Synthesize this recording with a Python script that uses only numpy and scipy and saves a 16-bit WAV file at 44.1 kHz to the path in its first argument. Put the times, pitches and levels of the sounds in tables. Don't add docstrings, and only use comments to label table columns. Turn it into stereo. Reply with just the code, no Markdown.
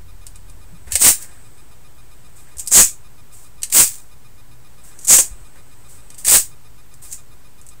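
import sys
import numpy as np
from scipy import signal
from scipy.fft import rfft, irfft
from scipy.io import wavfile
from scipy.ndimage import uniform_filter1d

SR = 44100
rng = np.random.default_rng(int(sys.argv[2]) if len(sys.argv) > 2 else 0)


def generate_wav(signal):
    frames = np.transpose(np.atleast_2d(signal))
    scaled = np.clip(frames, -1, 1) * 32767
    pcm = np.round(scaled).astype(np.int16)
    wavfile.write(sys.argv[1], SR, pcm)


N = 343980
TIME = np.arange(N) / SR


def from_db(db):
    return 10 ** (np.asarray(db) / 20)


def rms_one(x):
    return x / np.sqrt(np.mean(x ** 2) + 1e-20)


def at_hz(points, hz):
    point_hz, value = np.array(points).T
    return np.interp(np.log(hz + 1e-9), np.log(point_hz), value)


def cut(x, hz, kind, order=2):
    return signal.sosfilt(signal.butter(order, hz, kind, fs=SR, output="sos"), x)


def colour(x, spectrum):
    gain = from_db(at_hz(spectrum, np.fft.rfftfreq(N, 1 / SR)))
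    return rms_one(irfft(rfft(x) * gain, N))


def resonance(x, hz, width):
    r = np.exp(-np.pi * width / SR)
    feed = np.array([1, 0, -1]) * (1 - r * r) / 2
    feedback = [1, -2 * r * np.cos(2 * np.pi * hz / SR), r * r]
    return signal.lfilter(feed, feedback, x + 1e-18)


def drift(rate):
    points = rng.standard_normal(N // 20)
    return np.interp(TIME * rate, np.arange(len(points)), points)


def pair(alike):
    alike = np.clip(alike, 0, 1)
    shared = rng.standard_normal(N)
    own = rng.standard_normal((2, N))
    return np.sqrt(alike) * shared + np.sqrt(1 - alike) * own


def tones(lines):
    return sum(np.sqrt(2) * from_db(db) * np.sin(2 * np.pi * (hz * TIME + rng.random())) for hz, db in lines)


# start_s, top_speed_s, friction_db (relative), slowing_db_per_s
SLIDES_OUT = [(.905, .93, -19.5, 208), (.985, 1.078, 6.5, 504), (1.19, 1.228, -26, 600),
              (3.71, 3.8, 6, 497), (3.81, 3.87, -20.5, 184), (6.234, 6.357, 3.5, 545)]
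# start_s, top_speed_s, friction_db (relative), slowing_db_per_s
SLIDES_BACK = [(2.582, 2.6, -24, 600), (2.704, 2.8, 8, 700), (4.97, 5.05, -37, 200), (5.07, 5.14, 5, 380),
               (5.172, 5.194, -8.5, 800), (7.09, 7.133, -26.5, 480)]
# (per Hz, relative)
RASP_OUT = [(200, -43), (1200, -21), (2000, -13.5), (3500, -13.5), (5500, -8), (7000, -4), (9000, -4.5),
            (12000, -10), (15500, -2.5)]
# (per Hz, relative)
RASP_BACK = [(200, -27.5), (1200, -25.5), (2000, -18), (4000, -18), (5300, -12), (6800, -2), (9000, -9),
             (12000, -12), (15500, -10.5)]


def slide(strokes, spectrum, speed_up, catches_per_s=700, catch_db=-1, chatter_db=2):
    friction = 0
    for start, top, db, slowing in strokes:
        gathering = np.interp(TIME, [start, top], [0, 1]) ** speed_up
        dying = from_db(db - slowing * np.maximum(TIME - top, 0))
        friction = friction + gathering * dying
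    catches = (rng.random(N) < catches_per_s / SR) * pair(alike=0.26)
    rasp = colour(pair(alike=0.26) + from_db(catch_db) * rms_one(catches), spectrum)
    chatter = from_db(chatter_db * drift(250))
    return (friction + 1e-12) * chatter * rasp


# start_s, level_db (relative)
KNOCKS = [(0.2662, -19.5), (0.3573, -27.5), (.4973, -32), (0.9205, -5.5), (.932, -16), (.9404, -15),
          (0.9539, 4.5), (1.0207, 1), (2.5693, -24), (2.583, -20), (2.5955, -13), (2.662, -21.5),
          (2.6736, -7), (2.681, -17), (2.8884, -24), (3.6198, -22), (3.6318, -4.5), (3.7, -17.5),
          (3.7244, -5.5), (4.9895, -21), (5.0489, -12.5), (5.0705, -12.5), (5.1894, 5.5), (6.1027, -25),
          (6.1445, -29), (6.182, -29), (6.2477, -8), (6.2682, -5), (6.2833, 3), (6.9396, -30),
          (7.1264, -15.5), (7.6138, -32.5), (7.665, -28.5), (7.6876, -27)]
# start_s, end_s
EXTENDED = [(1.08, 2.8), (3.8, 5.2), (6.36, 7.8)]
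# pitch_hz, width_hz, level_db (relative)
FRAME = [(660, 410, -14.5), (1786, 160, -1.5), (2096, 190, 1), (2945, 520, -0.5), (3700, 660, 0),
         (4840, 1300, 0.5)]
STOWED_BODY_DB, EXTENDED_BODY_DB = -17, -31


def knocks(touch_s=0.001214, contact_s=0.001, rattle_s=0.0082, rattle_db=-16):
    bright, body = np.zeros((2, N))
    age = TIME[:SR // 20]
    fading = np.exp(-age / contact_s) + from_db(rattle_db) * np.exp(-age / rattle_s)
    shape = (1 - np.exp(-age / touch_s)) * fading
    for s, db in KNOCKS:
        at = round(s * SR)
        sticks_out = any(a < s < b for a, b in EXTENDED)
        body_db = EXTENDED_BODY_DB if sticks_out else STOWED_BODY_DB
        bright[at:at + len(age)] += from_db(db) * shape[:N - at]
        body[at:at + len(age)] += from_db(db + body_db) * shape[:N - at]
    crack = resonance(bright * pair(alike=0.41), hz=7950, width=4600)
    blow = body * pair(alike=0.32)
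    frame = 0
    for k, (hz, width, db) in enumerate(FRAME):
        frame = frame + (-1) ** k * from_db(db) * resonance(blow, hz, width)
    return cut(crack, 4500, "high") + from_db(13.5) * frame


# pitch_hz, level_db (relative to the strongest)
STEEL = [(6611, -35.5), (6686, -38), (6783, -29.5), (7020, -29.5), (7127, -35), (7666, -36.5),
         (7817, -29.5), (7951, -34), (8161, -25.5), (8393, -22.5), (8667, -29), (8931, -46), (9351, -43.5),
         (9609, -44.5)]


def steel(force, ring_db, width_hz=30):
    top_db = max(db for hz, db in STEEL)
    ring = 0
    for k, (hz, db) in enumerate(STEEL):
        ring = ring + (-1) ** k * from_db(db - top_db) * resonance(force, hz, width_hz)
    return force + from_db(ring_db) * ring


# start_s, level_db (relative)
JOLTS = [(0.955, -17), (1.065, -15), (3.8, -24.5), (5.125, -18), (5.186, -8.5), (6.284, -18), (6.356, -18)]
# (per Hz, relative)
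JOLT = [(100, -7), (300, -2.5), (800, -2), (1300, -10), (2200, -1.5), (4000, -11.5), (8000, -21.5)]


def jolts(rise_s=.001, decay_s=0.0033):
    push, age = np.zeros(N), TIME[:SR // 10]
    for s, db in JOLTS:
        at = round(s * SR)
        push[at:at + len(age)] += from_db(db) * (1 - np.exp(-age / rise_s)) * np.exp(-age / decay_s)
    return push * colour(pair(alike=0.21), JOLT)


# start_s, end_s, level_db (relative)
BRUSHES = [(.862, 0.934, -52), (2.356, 2.46, -48.5), (3.32, 3.49, -45), (4.835, 4.93, -44.5),
           (5.885, 6, -45), (6.178, 6.239, -37), (7.018, 7.12, -39.5)]
# (per Hz, relative)
CLOTH = [(200, -10.5), (1500, -10), (4000, -10.5), (8000, -1), (12000, -5), (15500, -4.5)]
# start_s, end_s, level_db (relative)
SHUFFLES = [(.862, 1.0, -44.5), (1.12, 1.45, -50.5), (2.46, 2.58, -55), (4.85, 5.06, -56),
            (5.555, 5.61, -48.5)]
# (per Hz, relative)
SHUFFLE = [(150, -4), (600, -2), (1100, -7), (1800, 2.5), (3000, -13.5), (8000, -18.5)]


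def rubbing(swells, spectrum, grain_db):
    swell = 0
    for a, b, db in swells:
        rise_and_ebb = np.interp(TIME, [a, a + (b - a) / 10, b], [0, 1, 0])
        swell = swell + from_db(db) * np.sqrt(rise_and_ebb)
    grain = from_db(grain_db * drift(150))
    return swell * grain * colour(pair(alike=0.373), spectrum)


# start_s, pitch_hz, level_db
THUDS = [(.725, 170, -38), (0.866, 59, -31), (0.93, 67, -26), (2.56, 54, -34), (5.309, 44.6, -28),
         (5.41, 40, -33.5)]


def thuds(decay_s=0.011):
    out = 0
    for s, hz, db in THUDS:
        age = np.maximum(TIME - s, 0)
        swell = age / decay_s * np.exp(1 - age / decay_s)
        out = out + from_db(db) * swell * np.sin(2 * np.pi * hz * age)
    return out


def bedroom(x, t60=0.19, room_db=-7, echo_s=.0056, echo_db=-11):
    age = TIME[:SR // 2]
    fading = from_db(-60 * age / t60) * (1 - np.exp(-age / 0.0014))
    tail = rng.standard_normal((2, len(age))) * fading
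    response = from_db(room_db) * tail / np.sqrt(np.sum(tail ** 2, axis=1, keepdims=True))
    response[:, 0] += 1
    response[:, round(echo_s * SR)] += from_db(echo_db)
    return signal.fftconvolve(x, response, axes=1)[:, :N]


def port_ring(x, hz=8250, width_hz=1700, ring_db=5):
    return x + from_db(ring_db) * resonance(x, hz, width_hz)


# pitch_hz, level_db (rms while a burst sounds)
BUZZ = [(1222, -59.5), (2444, -60.5), (3666, -63.5), (3973, -66), (4888, -68.5), (5197, -65), (6412, -70),
        (10085, -61)]
# start_s, end_s
BUZZ_RUNS = [(0.081, .9), (1.046, 7.8)]
# pitch_hz, level_db (rms)
WHINE = [(900, -72.5), (991, -71), (7634, -77.5), (12403, -84.5)]
# pitch_hz, level_db (rms before it fades)
HUM = [(37.7, -44.5), (80.7, -49)]
BURST_PERIOD_S, BURST_S = 2 / 15, .03


def electronics():
    bursts = np.zeros(N)
    for a, b in BUZZ_RUNS:
        bursts += (TIME > a) * (TIME < b) * ((TIME - a) % BURST_PERIOD_S < BURST_S)
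    hum = tones(HUM) * np.interp(TIME, [.62, .95], [1, 0])
    soft_bursts = uniform_filter1d(bursts, size=90)
    return soft_bursts * tones(BUZZ) + tones(WHINE) + hum


# (per Hz, relative)
QUIET = [(20, -15), (55, -11), (78, -18), (115, -13), (200, -27), (400, -31.5), (600, -35), (1500, -38),
         (3000, -41.5), (6000, -42), (8100, -38.5), (10300, -43.5), (15500, -41)]
# pitch_hz, likeness (0 to 1)
LIKENESS = [(60, 0.88), (130, 0.93), (300, 0.27), (1400, 0.46), (3100, 0.01), (7000, 0), (15000, 0.047)]
# time_s, level_db
FAINT_HISS = [(0, -64.5), (.8, -56), (1.3, -49), (1.85, -60.5), (2.5, -54), (3.1, -61.5), (4.6, -64),
              (5.1, -43.5), (5.65, -56.5), (6.0, -51.5), (6.7, -63), (7.8, -62)]
RUMBLE_DB, AIR_DB, HISS_DB = -48.5, -53.5, -52.5
AIR_FOLLOWS = 0.19


def background():
    faint_db = np.interp(TIME, *np.transpose(FAINT_HISS))
    alike = np.clip(at_hz(LIKENESS, np.fft.rfftfreq(N, 1 / SR)), -1, 1)
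    mid, side = rfft(rng.standard_normal((2, N)))
    both = np.sqrt(1 + alike) * mid + np.sqrt(1 - alike) * side * [[1], [-1]]
    noise = colour(irfft(both, N), QUIET)
    rumble = from_db(RUMBLE_DB) * rms_one(cut(noise, 250, "low", order=3))
    air_db = AIR_DB + AIR_FOLLOWS * (faint_db - faint_db.mean())
    air = from_db(air_db) * rms_one(cut(noise, [250, 3000], "band", order=3))
    faint_noise = resonance(rng.standard_normal((2, N)), hz=8170, width=560)
    faint = from_db(faint_db) * rms_one(faint_noise)
    hiss = from_db(HISS_DB) * rms_one(cut(noise, 3900, "high", order=3))
    return rumble + air + faint + hiss


def scene():
    out = steel(slide(SLIDES_OUT, RASP_OUT, speed_up=1.59), ring_db=-2.5)
    back = steel(slide(SLIDES_BACK, RASP_BACK, speed_up=1.37), ring_db=-2)
    slides = from_db(-3.5) * (out + back)
    ticks = from_db(5.5) * steel(knocks(), ring_db=-0.5)
    cloth = rubbing(BRUSHES, CLOTH, grain_db=1.0) + rubbing(SHUFFLES, SHUFFLE, grain_db=4.0)
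    rig = slides + ticks + jolts() + from_db(-2.0) * cloth
    return port_ring(bedroom(rig)) + thuds() + background() + electronics()


def record(dry, lopsided=0.41, knee=1.8, coupling_hz=14, bend_top_hz=11000, ceiling=0.96, offset=-0.023):
    bend = cut(np.hypot(dry, knee) - knee, [coupling_hz, bend_top_hz], "band")
    bent = dry - lopsided * bend
    clipped = bent / (1 + (bent / ceiling) ** 6) ** (1 / 6)
    steep_cut = signal.ellip(10, .2, 70, 15620, fs=SR, output="sos")
    top_cut = signal.sosfilt(steep_cut, clipped)
    return np.clip(top_cut + offset, -1, 1)


dry = scene()
out = record(dry)
generate_wav(out)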